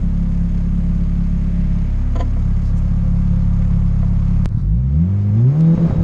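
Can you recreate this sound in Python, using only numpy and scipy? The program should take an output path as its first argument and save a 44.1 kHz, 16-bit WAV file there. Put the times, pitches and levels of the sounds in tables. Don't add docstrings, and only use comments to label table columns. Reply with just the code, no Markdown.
import sys
import numpy as np
from scipy import signal
from scipy.fft import rfft, irfft
from scipy.io import wavfile
from scipy.ndimage import uniform_filter1d, minimum_filter1d

SR = 44100
rng = np.random.default_rng(int(sys.argv[2]) if len(sys.argv) > 2 else 0)


def digitize_waveform(pressure):
    field = np.atleast_2d(pressure).T
    bounded = np.clip(field, -1, 1)
    quanta = np.round(bounded * 32767).astype(np.int16)
    wavfile.write(sys.argv[1], SR, quanta)


def amplitude_ratio(level_db):
    exponent = np.asarray(level_db, float) / 20
    return 10 ** exponent


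N = 266115

# start in seconds, end in seconds, level in dB against full load.
FIRING_BURSTS = [
    (5.8, 5.872, -4),
    (5.957, 5.98, -8),
    (5.98, 6.2, -6),
]
# time in seconds, peak in dB, pitch in Hz, push +1 or pull -1, rasp from 0 to 1.
PIPE_POPS = [(4.52, -7.5, 95, -1, 0.03), (4.55, 0, 105, -1, 0.03), (4.575, -4, 124, -1, 0.05),
             (4.599, -10, 131, -1, 0.1), (5.301, -10, 140, 1, 0), (5.754, -14, 72.2, 1, 0.3),
             (5.78, -1, 177, -1, 0.35), (5.793, -11.5, 101.3, 1, 0.8), (5.805, -20.5, 114, -1, 0.6),
             (5.876, -16.5, 61.1, 1, 0.4), (5.899, -3.5, 176, -1, 0.34), (5.910, -10, 85, 1, 0.8),
             (5.927, -4, 112, 1, 0.3), (5.935, -13, 110, 1, 0), (5.986, -1, 95.8, -1, 0.2),
             (5.997, -10, 115, 1, 0.6), (6.006, -4.5, 85.7, -1, 0.3)]
# pitch in Hz, width in Hz, level in dB.
CABIN_MODES = [(138, 24, -2), (179.5, 14.4, 2.5), (205.4, 20.6, -8.5)]
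# frequency in Hz, level in dB.
PIPE_SPECTRUM = [(250, -10.5), (310, -8.5), (380, -6), (450, -18), (520, -13.5), (650, -17), (800, -17.5),
                 (1100, -26.5), (3200, -64.5)]
# frequency in Hz, level in dB per Hz.
RUMBLE_SPECTRUM = [(12, -13.5), (25, -6), (50, -1), (100, -0.5), (170, 5), (230, -6), (280, -21.5),
                   (450, -24.5)]
# frequency in Hz, level in dB per Hz.
ROAR_SPECTRUM = [(150, -29.5), (260, 7), (269, -3), (447, -9), (534, -7.5), (561, -7), (1160, -11),
                 (1800, -25.5), (2340, -38), (3960, -120)]
# frequency in Hz, level in dB per Hz.
CLATTER_SPECTRUM = [(880, -27.5), (1500, -3), (1620, -6), (2150, -4.5), (2450, -8), (3890, -15),
                    (5240, -15.5), (5910, -20), (6600, -18), (7520, -22.5), (10200, -34.5), (12500, -38.5),
                    (13700, -42)]
# pitch in Hz, width in Hz, level in dB.
VALVE_COVER = (6500, 71, -16)
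# time in seconds, pitch in Hz, level in dB.
TURBO_WHISTLE = [(5.47, 3080, -73), (5.57, 3550, -71.5), (5.61, 3700, -62), (5.74, 3840, -61),
                 (5.8, 3820, -61), (5.87, 3880, -62), (6.04, 3780, -59)]
# pitch in Hz, width in Hz, level in dB.
TRIM_MODES = [(284.7, 9, 4.5), (484, 25, 2.5), (676, 40, 1), (1007, 26, -2.5), (1324, 71, -12),
              (1810, 63, -16.5), (2035, 69, -17.5), (3210, 450, -24), (4580, 230, -27.5),
              (6740, 230, -25.5)]
# time in seconds, peak in dB, extra level of the low hollow mode in dB.
TRIM_KNOCKS = [(2.156, -16, 9), (2.203, -14.5, 2), (2.367, -22, -2), (4.03, -19, -12), (4.52, -32.5, -11),
               (5.444, -24, -12.5), (5.777, -17, -12), (5.905, -23.5, -10)]
# time in seconds, peak in dB, pitch in Hz.
TRIM_CLICKS = [(2.123, -40.5, 3000), (2.4, -43, 6600), (4.449, -35, 4000), (4.490, -39.5, 3960),
               (4.617, -46.5, 5000), (5.609, -31, 2484)]
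# pitch in Hz, width in Hz, level in dB.
BUZZING_PANELS = [(517, 16, -3.5), (660, 120, -9), (956, 56, -15), (1179, 64, -7), (1308, 23, -11.5),
                  (1630, 18, -13.5), (2190, 140, -15.5)]
# time in seconds, extra path in firing cycles.
EXTRA_PATH = [(1.6, .065), (2.7, 0)]
# multiple of the firing rate, level in dB.
UPPER_ORDER_LEVELS = [(2.5, -0.5), (3.5, 3.5), (4, 5), (4.5, -8), (5, 4.5), (6, -8.5), (7, 1.5), (8, -3.5),
                      (9, 0), (10, -6.5), (11, -6.5), (12, -1), (14, -2), (15, -2.5), (18, 3.5)]
# multiple of the firing rate, level in dB when slow,
# level in dB when fast.
UNEVEN_CYLINDERS = [(.25, -32.5, -31), (.5, -30, -35.5), (.75, -27, -20), (1.5, -19, -26),
                    (1.75, -32, -29.5)]
# time in seconds, level in dB, decay in seconds.
SUDDEN_STEP = (4.4582, -11, .003)
# time in seconds, firings per second.
ENGINE_SPEED = [(0.0, 34.39), (0.55, 34.86), (1.6, 34.69), (2.05, 34.31), (2.6, 35.11), (3.4, 35.11),
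                (3.9, 34.71), (4.55, 35.34), (4.79, 61.69), (4.94, 71.91), (5.1, 96.29), (5.16, 100.51),
                (5.32, 102.15), (5.45, 123.91), (5.52, 143.35), (5.6, 160.05), (5.76, 167.04)]
# time in seconds, share of the way.
MIC_SWING = [(1.5, 0.027), (1.9, 0.39), (2.0, 0.44), (2.27, 0.6), (2.45, .66), (3.0, 0.72), (3.8, 1)]
# time in seconds, level in dB.
ENGINE_EFFORT = [(4.46, 3), (4.5, -13), (4.595, -10), (4.64, -4), (5.05, -2.5), (5.32, -1.5), (5.46, 5.5),
                 (5.54, -1), (5.62, 1)]
# idle level on the passenger side in dB, idle level on the driver's side in dB,
# loaded level at 100 firings per second in dB, slope in dB per octave of speed, share of the effort.
LOW_ORDER_LAWS = [
    (-19.5, -18.5, 1.3, -2.2, 1),
    (-24, -22.5, -2.5, 1.5, 0.48),
    (-30.5, -22.5, -9.5, -2, 0.72),
]
BOOM_LAW = (-21, -22, -36, 2.3, 4)
UPPER_LAW = (-43, -51, -40.5, 9.5, 0.05)
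ROAR_LAW = (-46, -42.5, -45.5, 7.5, 0.07)
VALVE_LAW = (-53.5, -53, -55.5, 5.5, 0.3)
DASH_LAW = (-40.5, -45.5, -71, -1, -0.5)
TOP_LAW = (2.6, 0.5, -14, 3, -1.8)
LOW_MODE_LAW = (-4.5, 1.4, 2.5, -0.3, .1)
# pitch in Hz, width in Hz, level in dB.
FLOOR_PAN = [(52.6, 24, -17.5), (77, 15, -18.5), (99.7, 21, -19.5), (127, 25, -16), (167.5, 25.5, -10.5),
             (221, 20, -21), (256, 13, -28.5), (340.5, 29, -29), (383.5, 33, -21.5), (500, 49, -25.5)]
# peak time in seconds, level in dB.
TRIM_RUBS = [(2.16, -27.5), (2.194, -27), (2.207, -23)]
# middle in seconds, length in seconds, level in dB, pitch in Hz.
BRUSHES = [(1.68, .5, -54, 1700), (2.66, .05, -56.5, 4460), (2.78, .02, -56.5, 5400),
           (4.65, .055, -44, 270), (5.89, .13, -33, 370), (4.57, 0.078, -50.5, 930),
           (4.58, .06, -59.5, 3210)]

NODE_AT, NODE_WIDTH = 0.506, 0.14
NODE_BOOM_DB, NODE_HUM_DB = -14.5, 6
THROTTLE_S, LIMITER_S, OPENING_S = 4.46, 5.755, 0.02
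RUMBLE_DB, LIMITER_RUMBLE_DB = -31.5, -23.5
LIMITER_ROAR_DB = 1
RUB_RISE_DB_S, RUB_FALL_DB_S = 1500, 701


def rms_one(x):
    return x / np.sqrt(np.mean(x ** 2) + 1e-20)


def in_time(rows):
    s, *columns = np.transpose(rows)
    return [np.interp(np.arange(N) / SR, s, c) for c in columns]


def at_hz(points, hz):
    point_hz, point_db = np.transpose(points)
    return np.interp(np.log(hz), np.log(point_hz), point_db)


def drift(rate):
    r = np.exp(-80 * np.pi * rate / SR)
    noise = rng.standard_normal(N // 40 + 2002)
    slow = signal.lfilter([1], [1, -2 * r, r * r], noise)[2000:]
    return np.interp(np.arange(N) / 40, np.arange(len(slow)), rms_one(slow))


def resonate(x, hz, width_hz):
    r = np.exp(-np.pi * width_hz / SR)
    poles = [1, -2 * r * np.cos(2 * np.pi * hz / SR), r * r]
    return signal.lfilter(np.array([1, 0, -1]) * (1 - r * r) / 2, poles, x + 1e-18)


def body(x, modes):
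    return sum((-1) ** k * amplitude_ratio(db) * resonate(x, hz, width) for k, (hz, width, db) in enumerate(modes))


def coloured(spectrum, patchy_db):
    hz = np.maximum(np.fft.rfftfreq(N, 1 / SR), 1)
    shaped = rfft(rng.standard_normal(N)) * amplitude_ratio(at_hz(spectrum, hz))
    out = 0
    for centre in np.arange(np.log2(spectrum[0][0]), np.log2(spectrum[-1][0]) + 0.5, 0.5):
        share = np.clip(1 - 2 * abs(np.log2(hz) - centre), 0, 1)
        out = out + irfft(shaped * share, N) * amplitude_ratio(patchy_db * drift(14))
    return rms_one(out)


def struck(events):
    clicks = np.zeros(N)
    clicks[[round(e[0] * SR) for e in events]] = amplitude_ratio([e[1] for e in events])
    return clicks


def layer_db(law, rate_hz, response_db=0):
    near_db, far_db, loaded_db, octave_db, share = law
    swing, effort_db = np.clip(in_time(MIC_SWING)[0], 0, 1), in_time(ENGINE_EFFORT)[0]
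    opened = np.clip((np.arange(N) / SR - THROTTLE_S) / OPENING_S + 0.5, 0, 1)
    idle = near_db + (far_db - near_db) * swing
    loaded = loaded_db + octave_db * np.log2(rate_hz / 100) + share * effort_db + response_db
    return idle + opened * (loaded - idle)


def node(db):
    return db * np.exp(-((in_time(MIC_SWING)[0] - NODE_AT) / NODE_WIDTH) ** 2)


def rustles():
    t = np.arange(N) / SR
    grains = rng.standard_normal(N) * amplitude_ratio(2.2 * drift(60))
    out = np.zeros(N)
    for s, length, db, hz in BRUSHES:
        band = resonate(resonate(grains, hz, 0.9 * hz), hz, 0.9 * hz)
        out += amplitude_ratio(db) * np.exp(-((t - s) / length) ** 2) * rms_one(band)
    return out


def trim():
    t = np.arange(N) / SR
    slopes = [db - np.maximum(RUB_RISE_DB_S * (s - t), RUB_FALL_DB_S * (t - s)) for s, db in TRIM_RUBS]
    level_db = np.max(slopes, axis=0)
    slips = (rng.random(N) < 1500 / SR) * rng.standard_normal(N)
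    out = body(amplitude_ratio(level_db + 36) * slips, TRIM_MODES)
    out += amplitude_ratio(32) * body(struck(TRIM_KNOCKS), TRIM_MODES[1:7])
    hollow = [(s, db + low_db) for s, db, low_db in TRIM_KNOCKS]
    out += amplitude_ratio(34) * body(struck(hollow), TRIM_MODES[:1])
    for s, db, hz in TRIM_CLICKS:
        out += amplitude_ratio(15) * resonate(struck([(s, db)]), hz, 4600)
    step_decay = np.exp(-1 / (SUDDEN_STEP[2] * SR))
    out -= signal.lfilter([1], [1, -step_decay], struck([SUDDEN_STEP]))
    return signal.sosfilt(signal.butter(3, 8500, fs=SR, output="sos"), out)


def turbo():
    hz, db = in_time(TURBO_WHISTLE)
    turns = np.cumsum(hz * (1 + 0.0012 * drift(10))) / SR
    spooled = hz > TURBO_WHISTLE[0][1]
    return spooled * amplitude_ratio(db + 1.2 * drift(12)) * np.sin(2 * np.pi * turns)


def puff(turns, depth, lag):
    push = np.exp(1.53 * np.cos(2 * np.pi * (turns - lag)) - 2.5)
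    return rms_one(1 + depth * push * amplitude_ratio(3.3 * drift(15)))


def valve_clatter(turns, top_db):
    clatter = coloured(CLATTER_SPECTRUM, patchy_db=1.0)
    top = signal.sosfiltfilt(signal.butter(3, 8500, "high", fs=SR, output="sos"), clatter)
    clatter = clatter - top * (1 - amplitude_ratio(top_db))
    hz, width, db = VALVE_COVER
    clatter = clatter + amplitude_ratio(db) * rms_one(resonate(rng.standard_normal(N), hz, width))
    return clatter * puff(turns, 1.1, 0.3)


def body_roar(turns):
    buzz = np.zeros(N)
    for hz, width, db in BUZZING_PANELS:
        buzz += amplitude_ratio(db + 1.8 * drift(0.44)) * rms_one(resonate(rng.standard_normal(N), hz, width))
    return coloured(ROAR_SPECTRUM, patchy_db=0.0) * puff(turns, 0.94, 0.23) + amplitude_ratio(-7.5) * buzz


def machinery(turns, rate_hz):
    rumble_db, = in_time([(LIMITER_S - OPENING_S, RUMBLE_DB), (LIMITER_S + OPENING_S, LIMITER_RUMBLE_DB)])
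    limiting = np.arange(N) / SR > LIMITER_S
    roar_db = layer_db(ROAR_LAW, rate_hz) + LIMITER_ROAR_DB * limiting
    rumble = amplitude_ratio(rumble_db) * coloured(RUMBLE_SPECTRUM, patchy_db=1.5)
    clatter = valve_clatter(turns, layer_db(TOP_LAW, rate_hz))
    return rumble + amplitude_ratio(roar_db) * body_roar(turns) + amplitude_ratio(layer_db(VALVE_LAW, rate_hz)) * clatter


def pops():
    out, t = np.zeros(N), np.arange(-300, 2400) / SR
    for s, db, hz, sign, rasp in PIPE_POPS:
        i = round(s * SR) - 300
        shape = np.where(t < 0, np.exp(-(t * hz / 0.26) ** 2), np.exp(-t * hz / 0.59))
        swing = uniform_filter1d(shape * np.cos(2 * np.pi * hz * t), size=100)
        burst = rng.standard_normal(len(t)) * np.exp(-abs(t) / 0.0054)
        edge = resonate(resonate(burst, 500, 450), 390, 500)
        out[i:i + len(t)] += (amplitude_ratio(db) * (sign * swing + rasp * edge))[:N - i]
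    return out


def ignition():
    t = np.arange(N) / SR
    gate = (t < 5.75) + sum(amplitude_ratio(db) * ((t >= a) & (t < b)) for a, b, db in FIRING_BURSTS)
    return uniform_filter1d(gate + 0.11, size=260)


def pan_db(hz):
    return 20 * np.log10(sum(amplitude_ratio(db) / (1 + (2 * (hz - mode) / width) ** 2) for mode, width, db in FLOOR_PAN))


def cabin_boom(late, rate_hz):
    fired = np.flatnonzero(np.diff(np.floor(late + 0.02)))
    cylinder_db = np.resize([0.3, -0.64, 1.0, -2.3], len(fired))
    strength = amplitude_ratio(cylinder_db + 1.3 * rng.standard_normal(len(fired)))
    pulses = np.zeros(N)
    pulses[fired] = -strength * np.sqrt(35 / rate_hz[fired])
    low_cut = 1 - amplitude_ratio(layer_db(LOW_MODE_LAW, rate_hz))
    ring = body(pulses, CABIN_MODES) - low_cut * body(pulses, CABIN_MODES[:1])
    boom = signal.sosfilt(signal.butter(3, [118, 262], "band", fs=SR, output="sos"), ring)
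    return amplitude_ratio(layer_db(BOOM_LAW, rate_hz) + node(NODE_BOOM_DB)) * rms_one(boom)


def exhaust(turns, rate_hz):
    late = turns - in_time(EXTRA_PATH)[0]
    order_db = [layer_db(law, rate_hz, pan_db((k + 1) * rate_hz)) for k, law in enumerate(LOW_ORDER_LAWS)]
    angles = 2 * np.pi * turns, 4 * np.pi * turns - 0.3, 6 * np.pi * late - np.pi
    tones = sum(amplitude_ratio(db + 0.95 * drift(35)) * np.sin(angle) for db, angle in zip(order_db, angles))
    upper_db = layer_db(UPPER_LAW, rate_hz)
    for k, db in UPPER_ORDER_LEVELS:
        above_boom = np.clip((k * rate_hz - 250) / 20, 0, 1)
        level_db = upper_db + db + at_hz(PIPE_SPECTRUM, k * rate_hz) + 2.0 * drift(1.4)
        tones += above_boom * amplitude_ratio(level_db) * np.sin(2 * np.pi * k * turns + k * k)
    hum_db = layer_db(DASH_LAW, rate_hz) + node(NODE_HUM_DB) + 1.2 * drift(1.8)
    tones += amplitude_ratio(hum_db) * np.sin(14 * np.pi * late)
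    load = np.clip((rate_hz - 60) / 40, 0, 1)
    for k, slow_db, fast_db in UNEVEN_CYLINDERS:
        db = np.interp(rate_hz, [110, 150], [slow_db, fast_db])
        tones += load * amplitude_ratio(order_db[0] + db + 1.9 * drift(3.9)) * np.sin(2 * np.pi * k * turns)
    return np.sqrt(2) * tones + cabin_boom(late, rate_hz)


def scene():
    rate_hz, = in_time(ENGINE_SPEED)
    turns = np.cumsum(rate_hz) / SR + 0.26
    engine = ignition() * exhaust(turns, rate_hz) + pops() + machinery(turns, rate_hz)
    return (rustles() + trim() + turbo() + engine)[None]


def low_pass(x):
    return signal.sosfilt(signal.butter(12, 13880, fs=SR, output="sos"), x)


def record(dry):
    room = np.minimum(1, 0.55 / (abs(dry) + 1e-9))
    gain = uniform_filter1d(minimum_filter1d(room, size=801), size=801)
    fade = np.clip(np.minimum(np.arange(N), N - np.arange(N)) / 90, 0, 1)
    return low_pass(dry * gain * fade)


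dry = scene()
out = record(dry)
digitize_waveform(out)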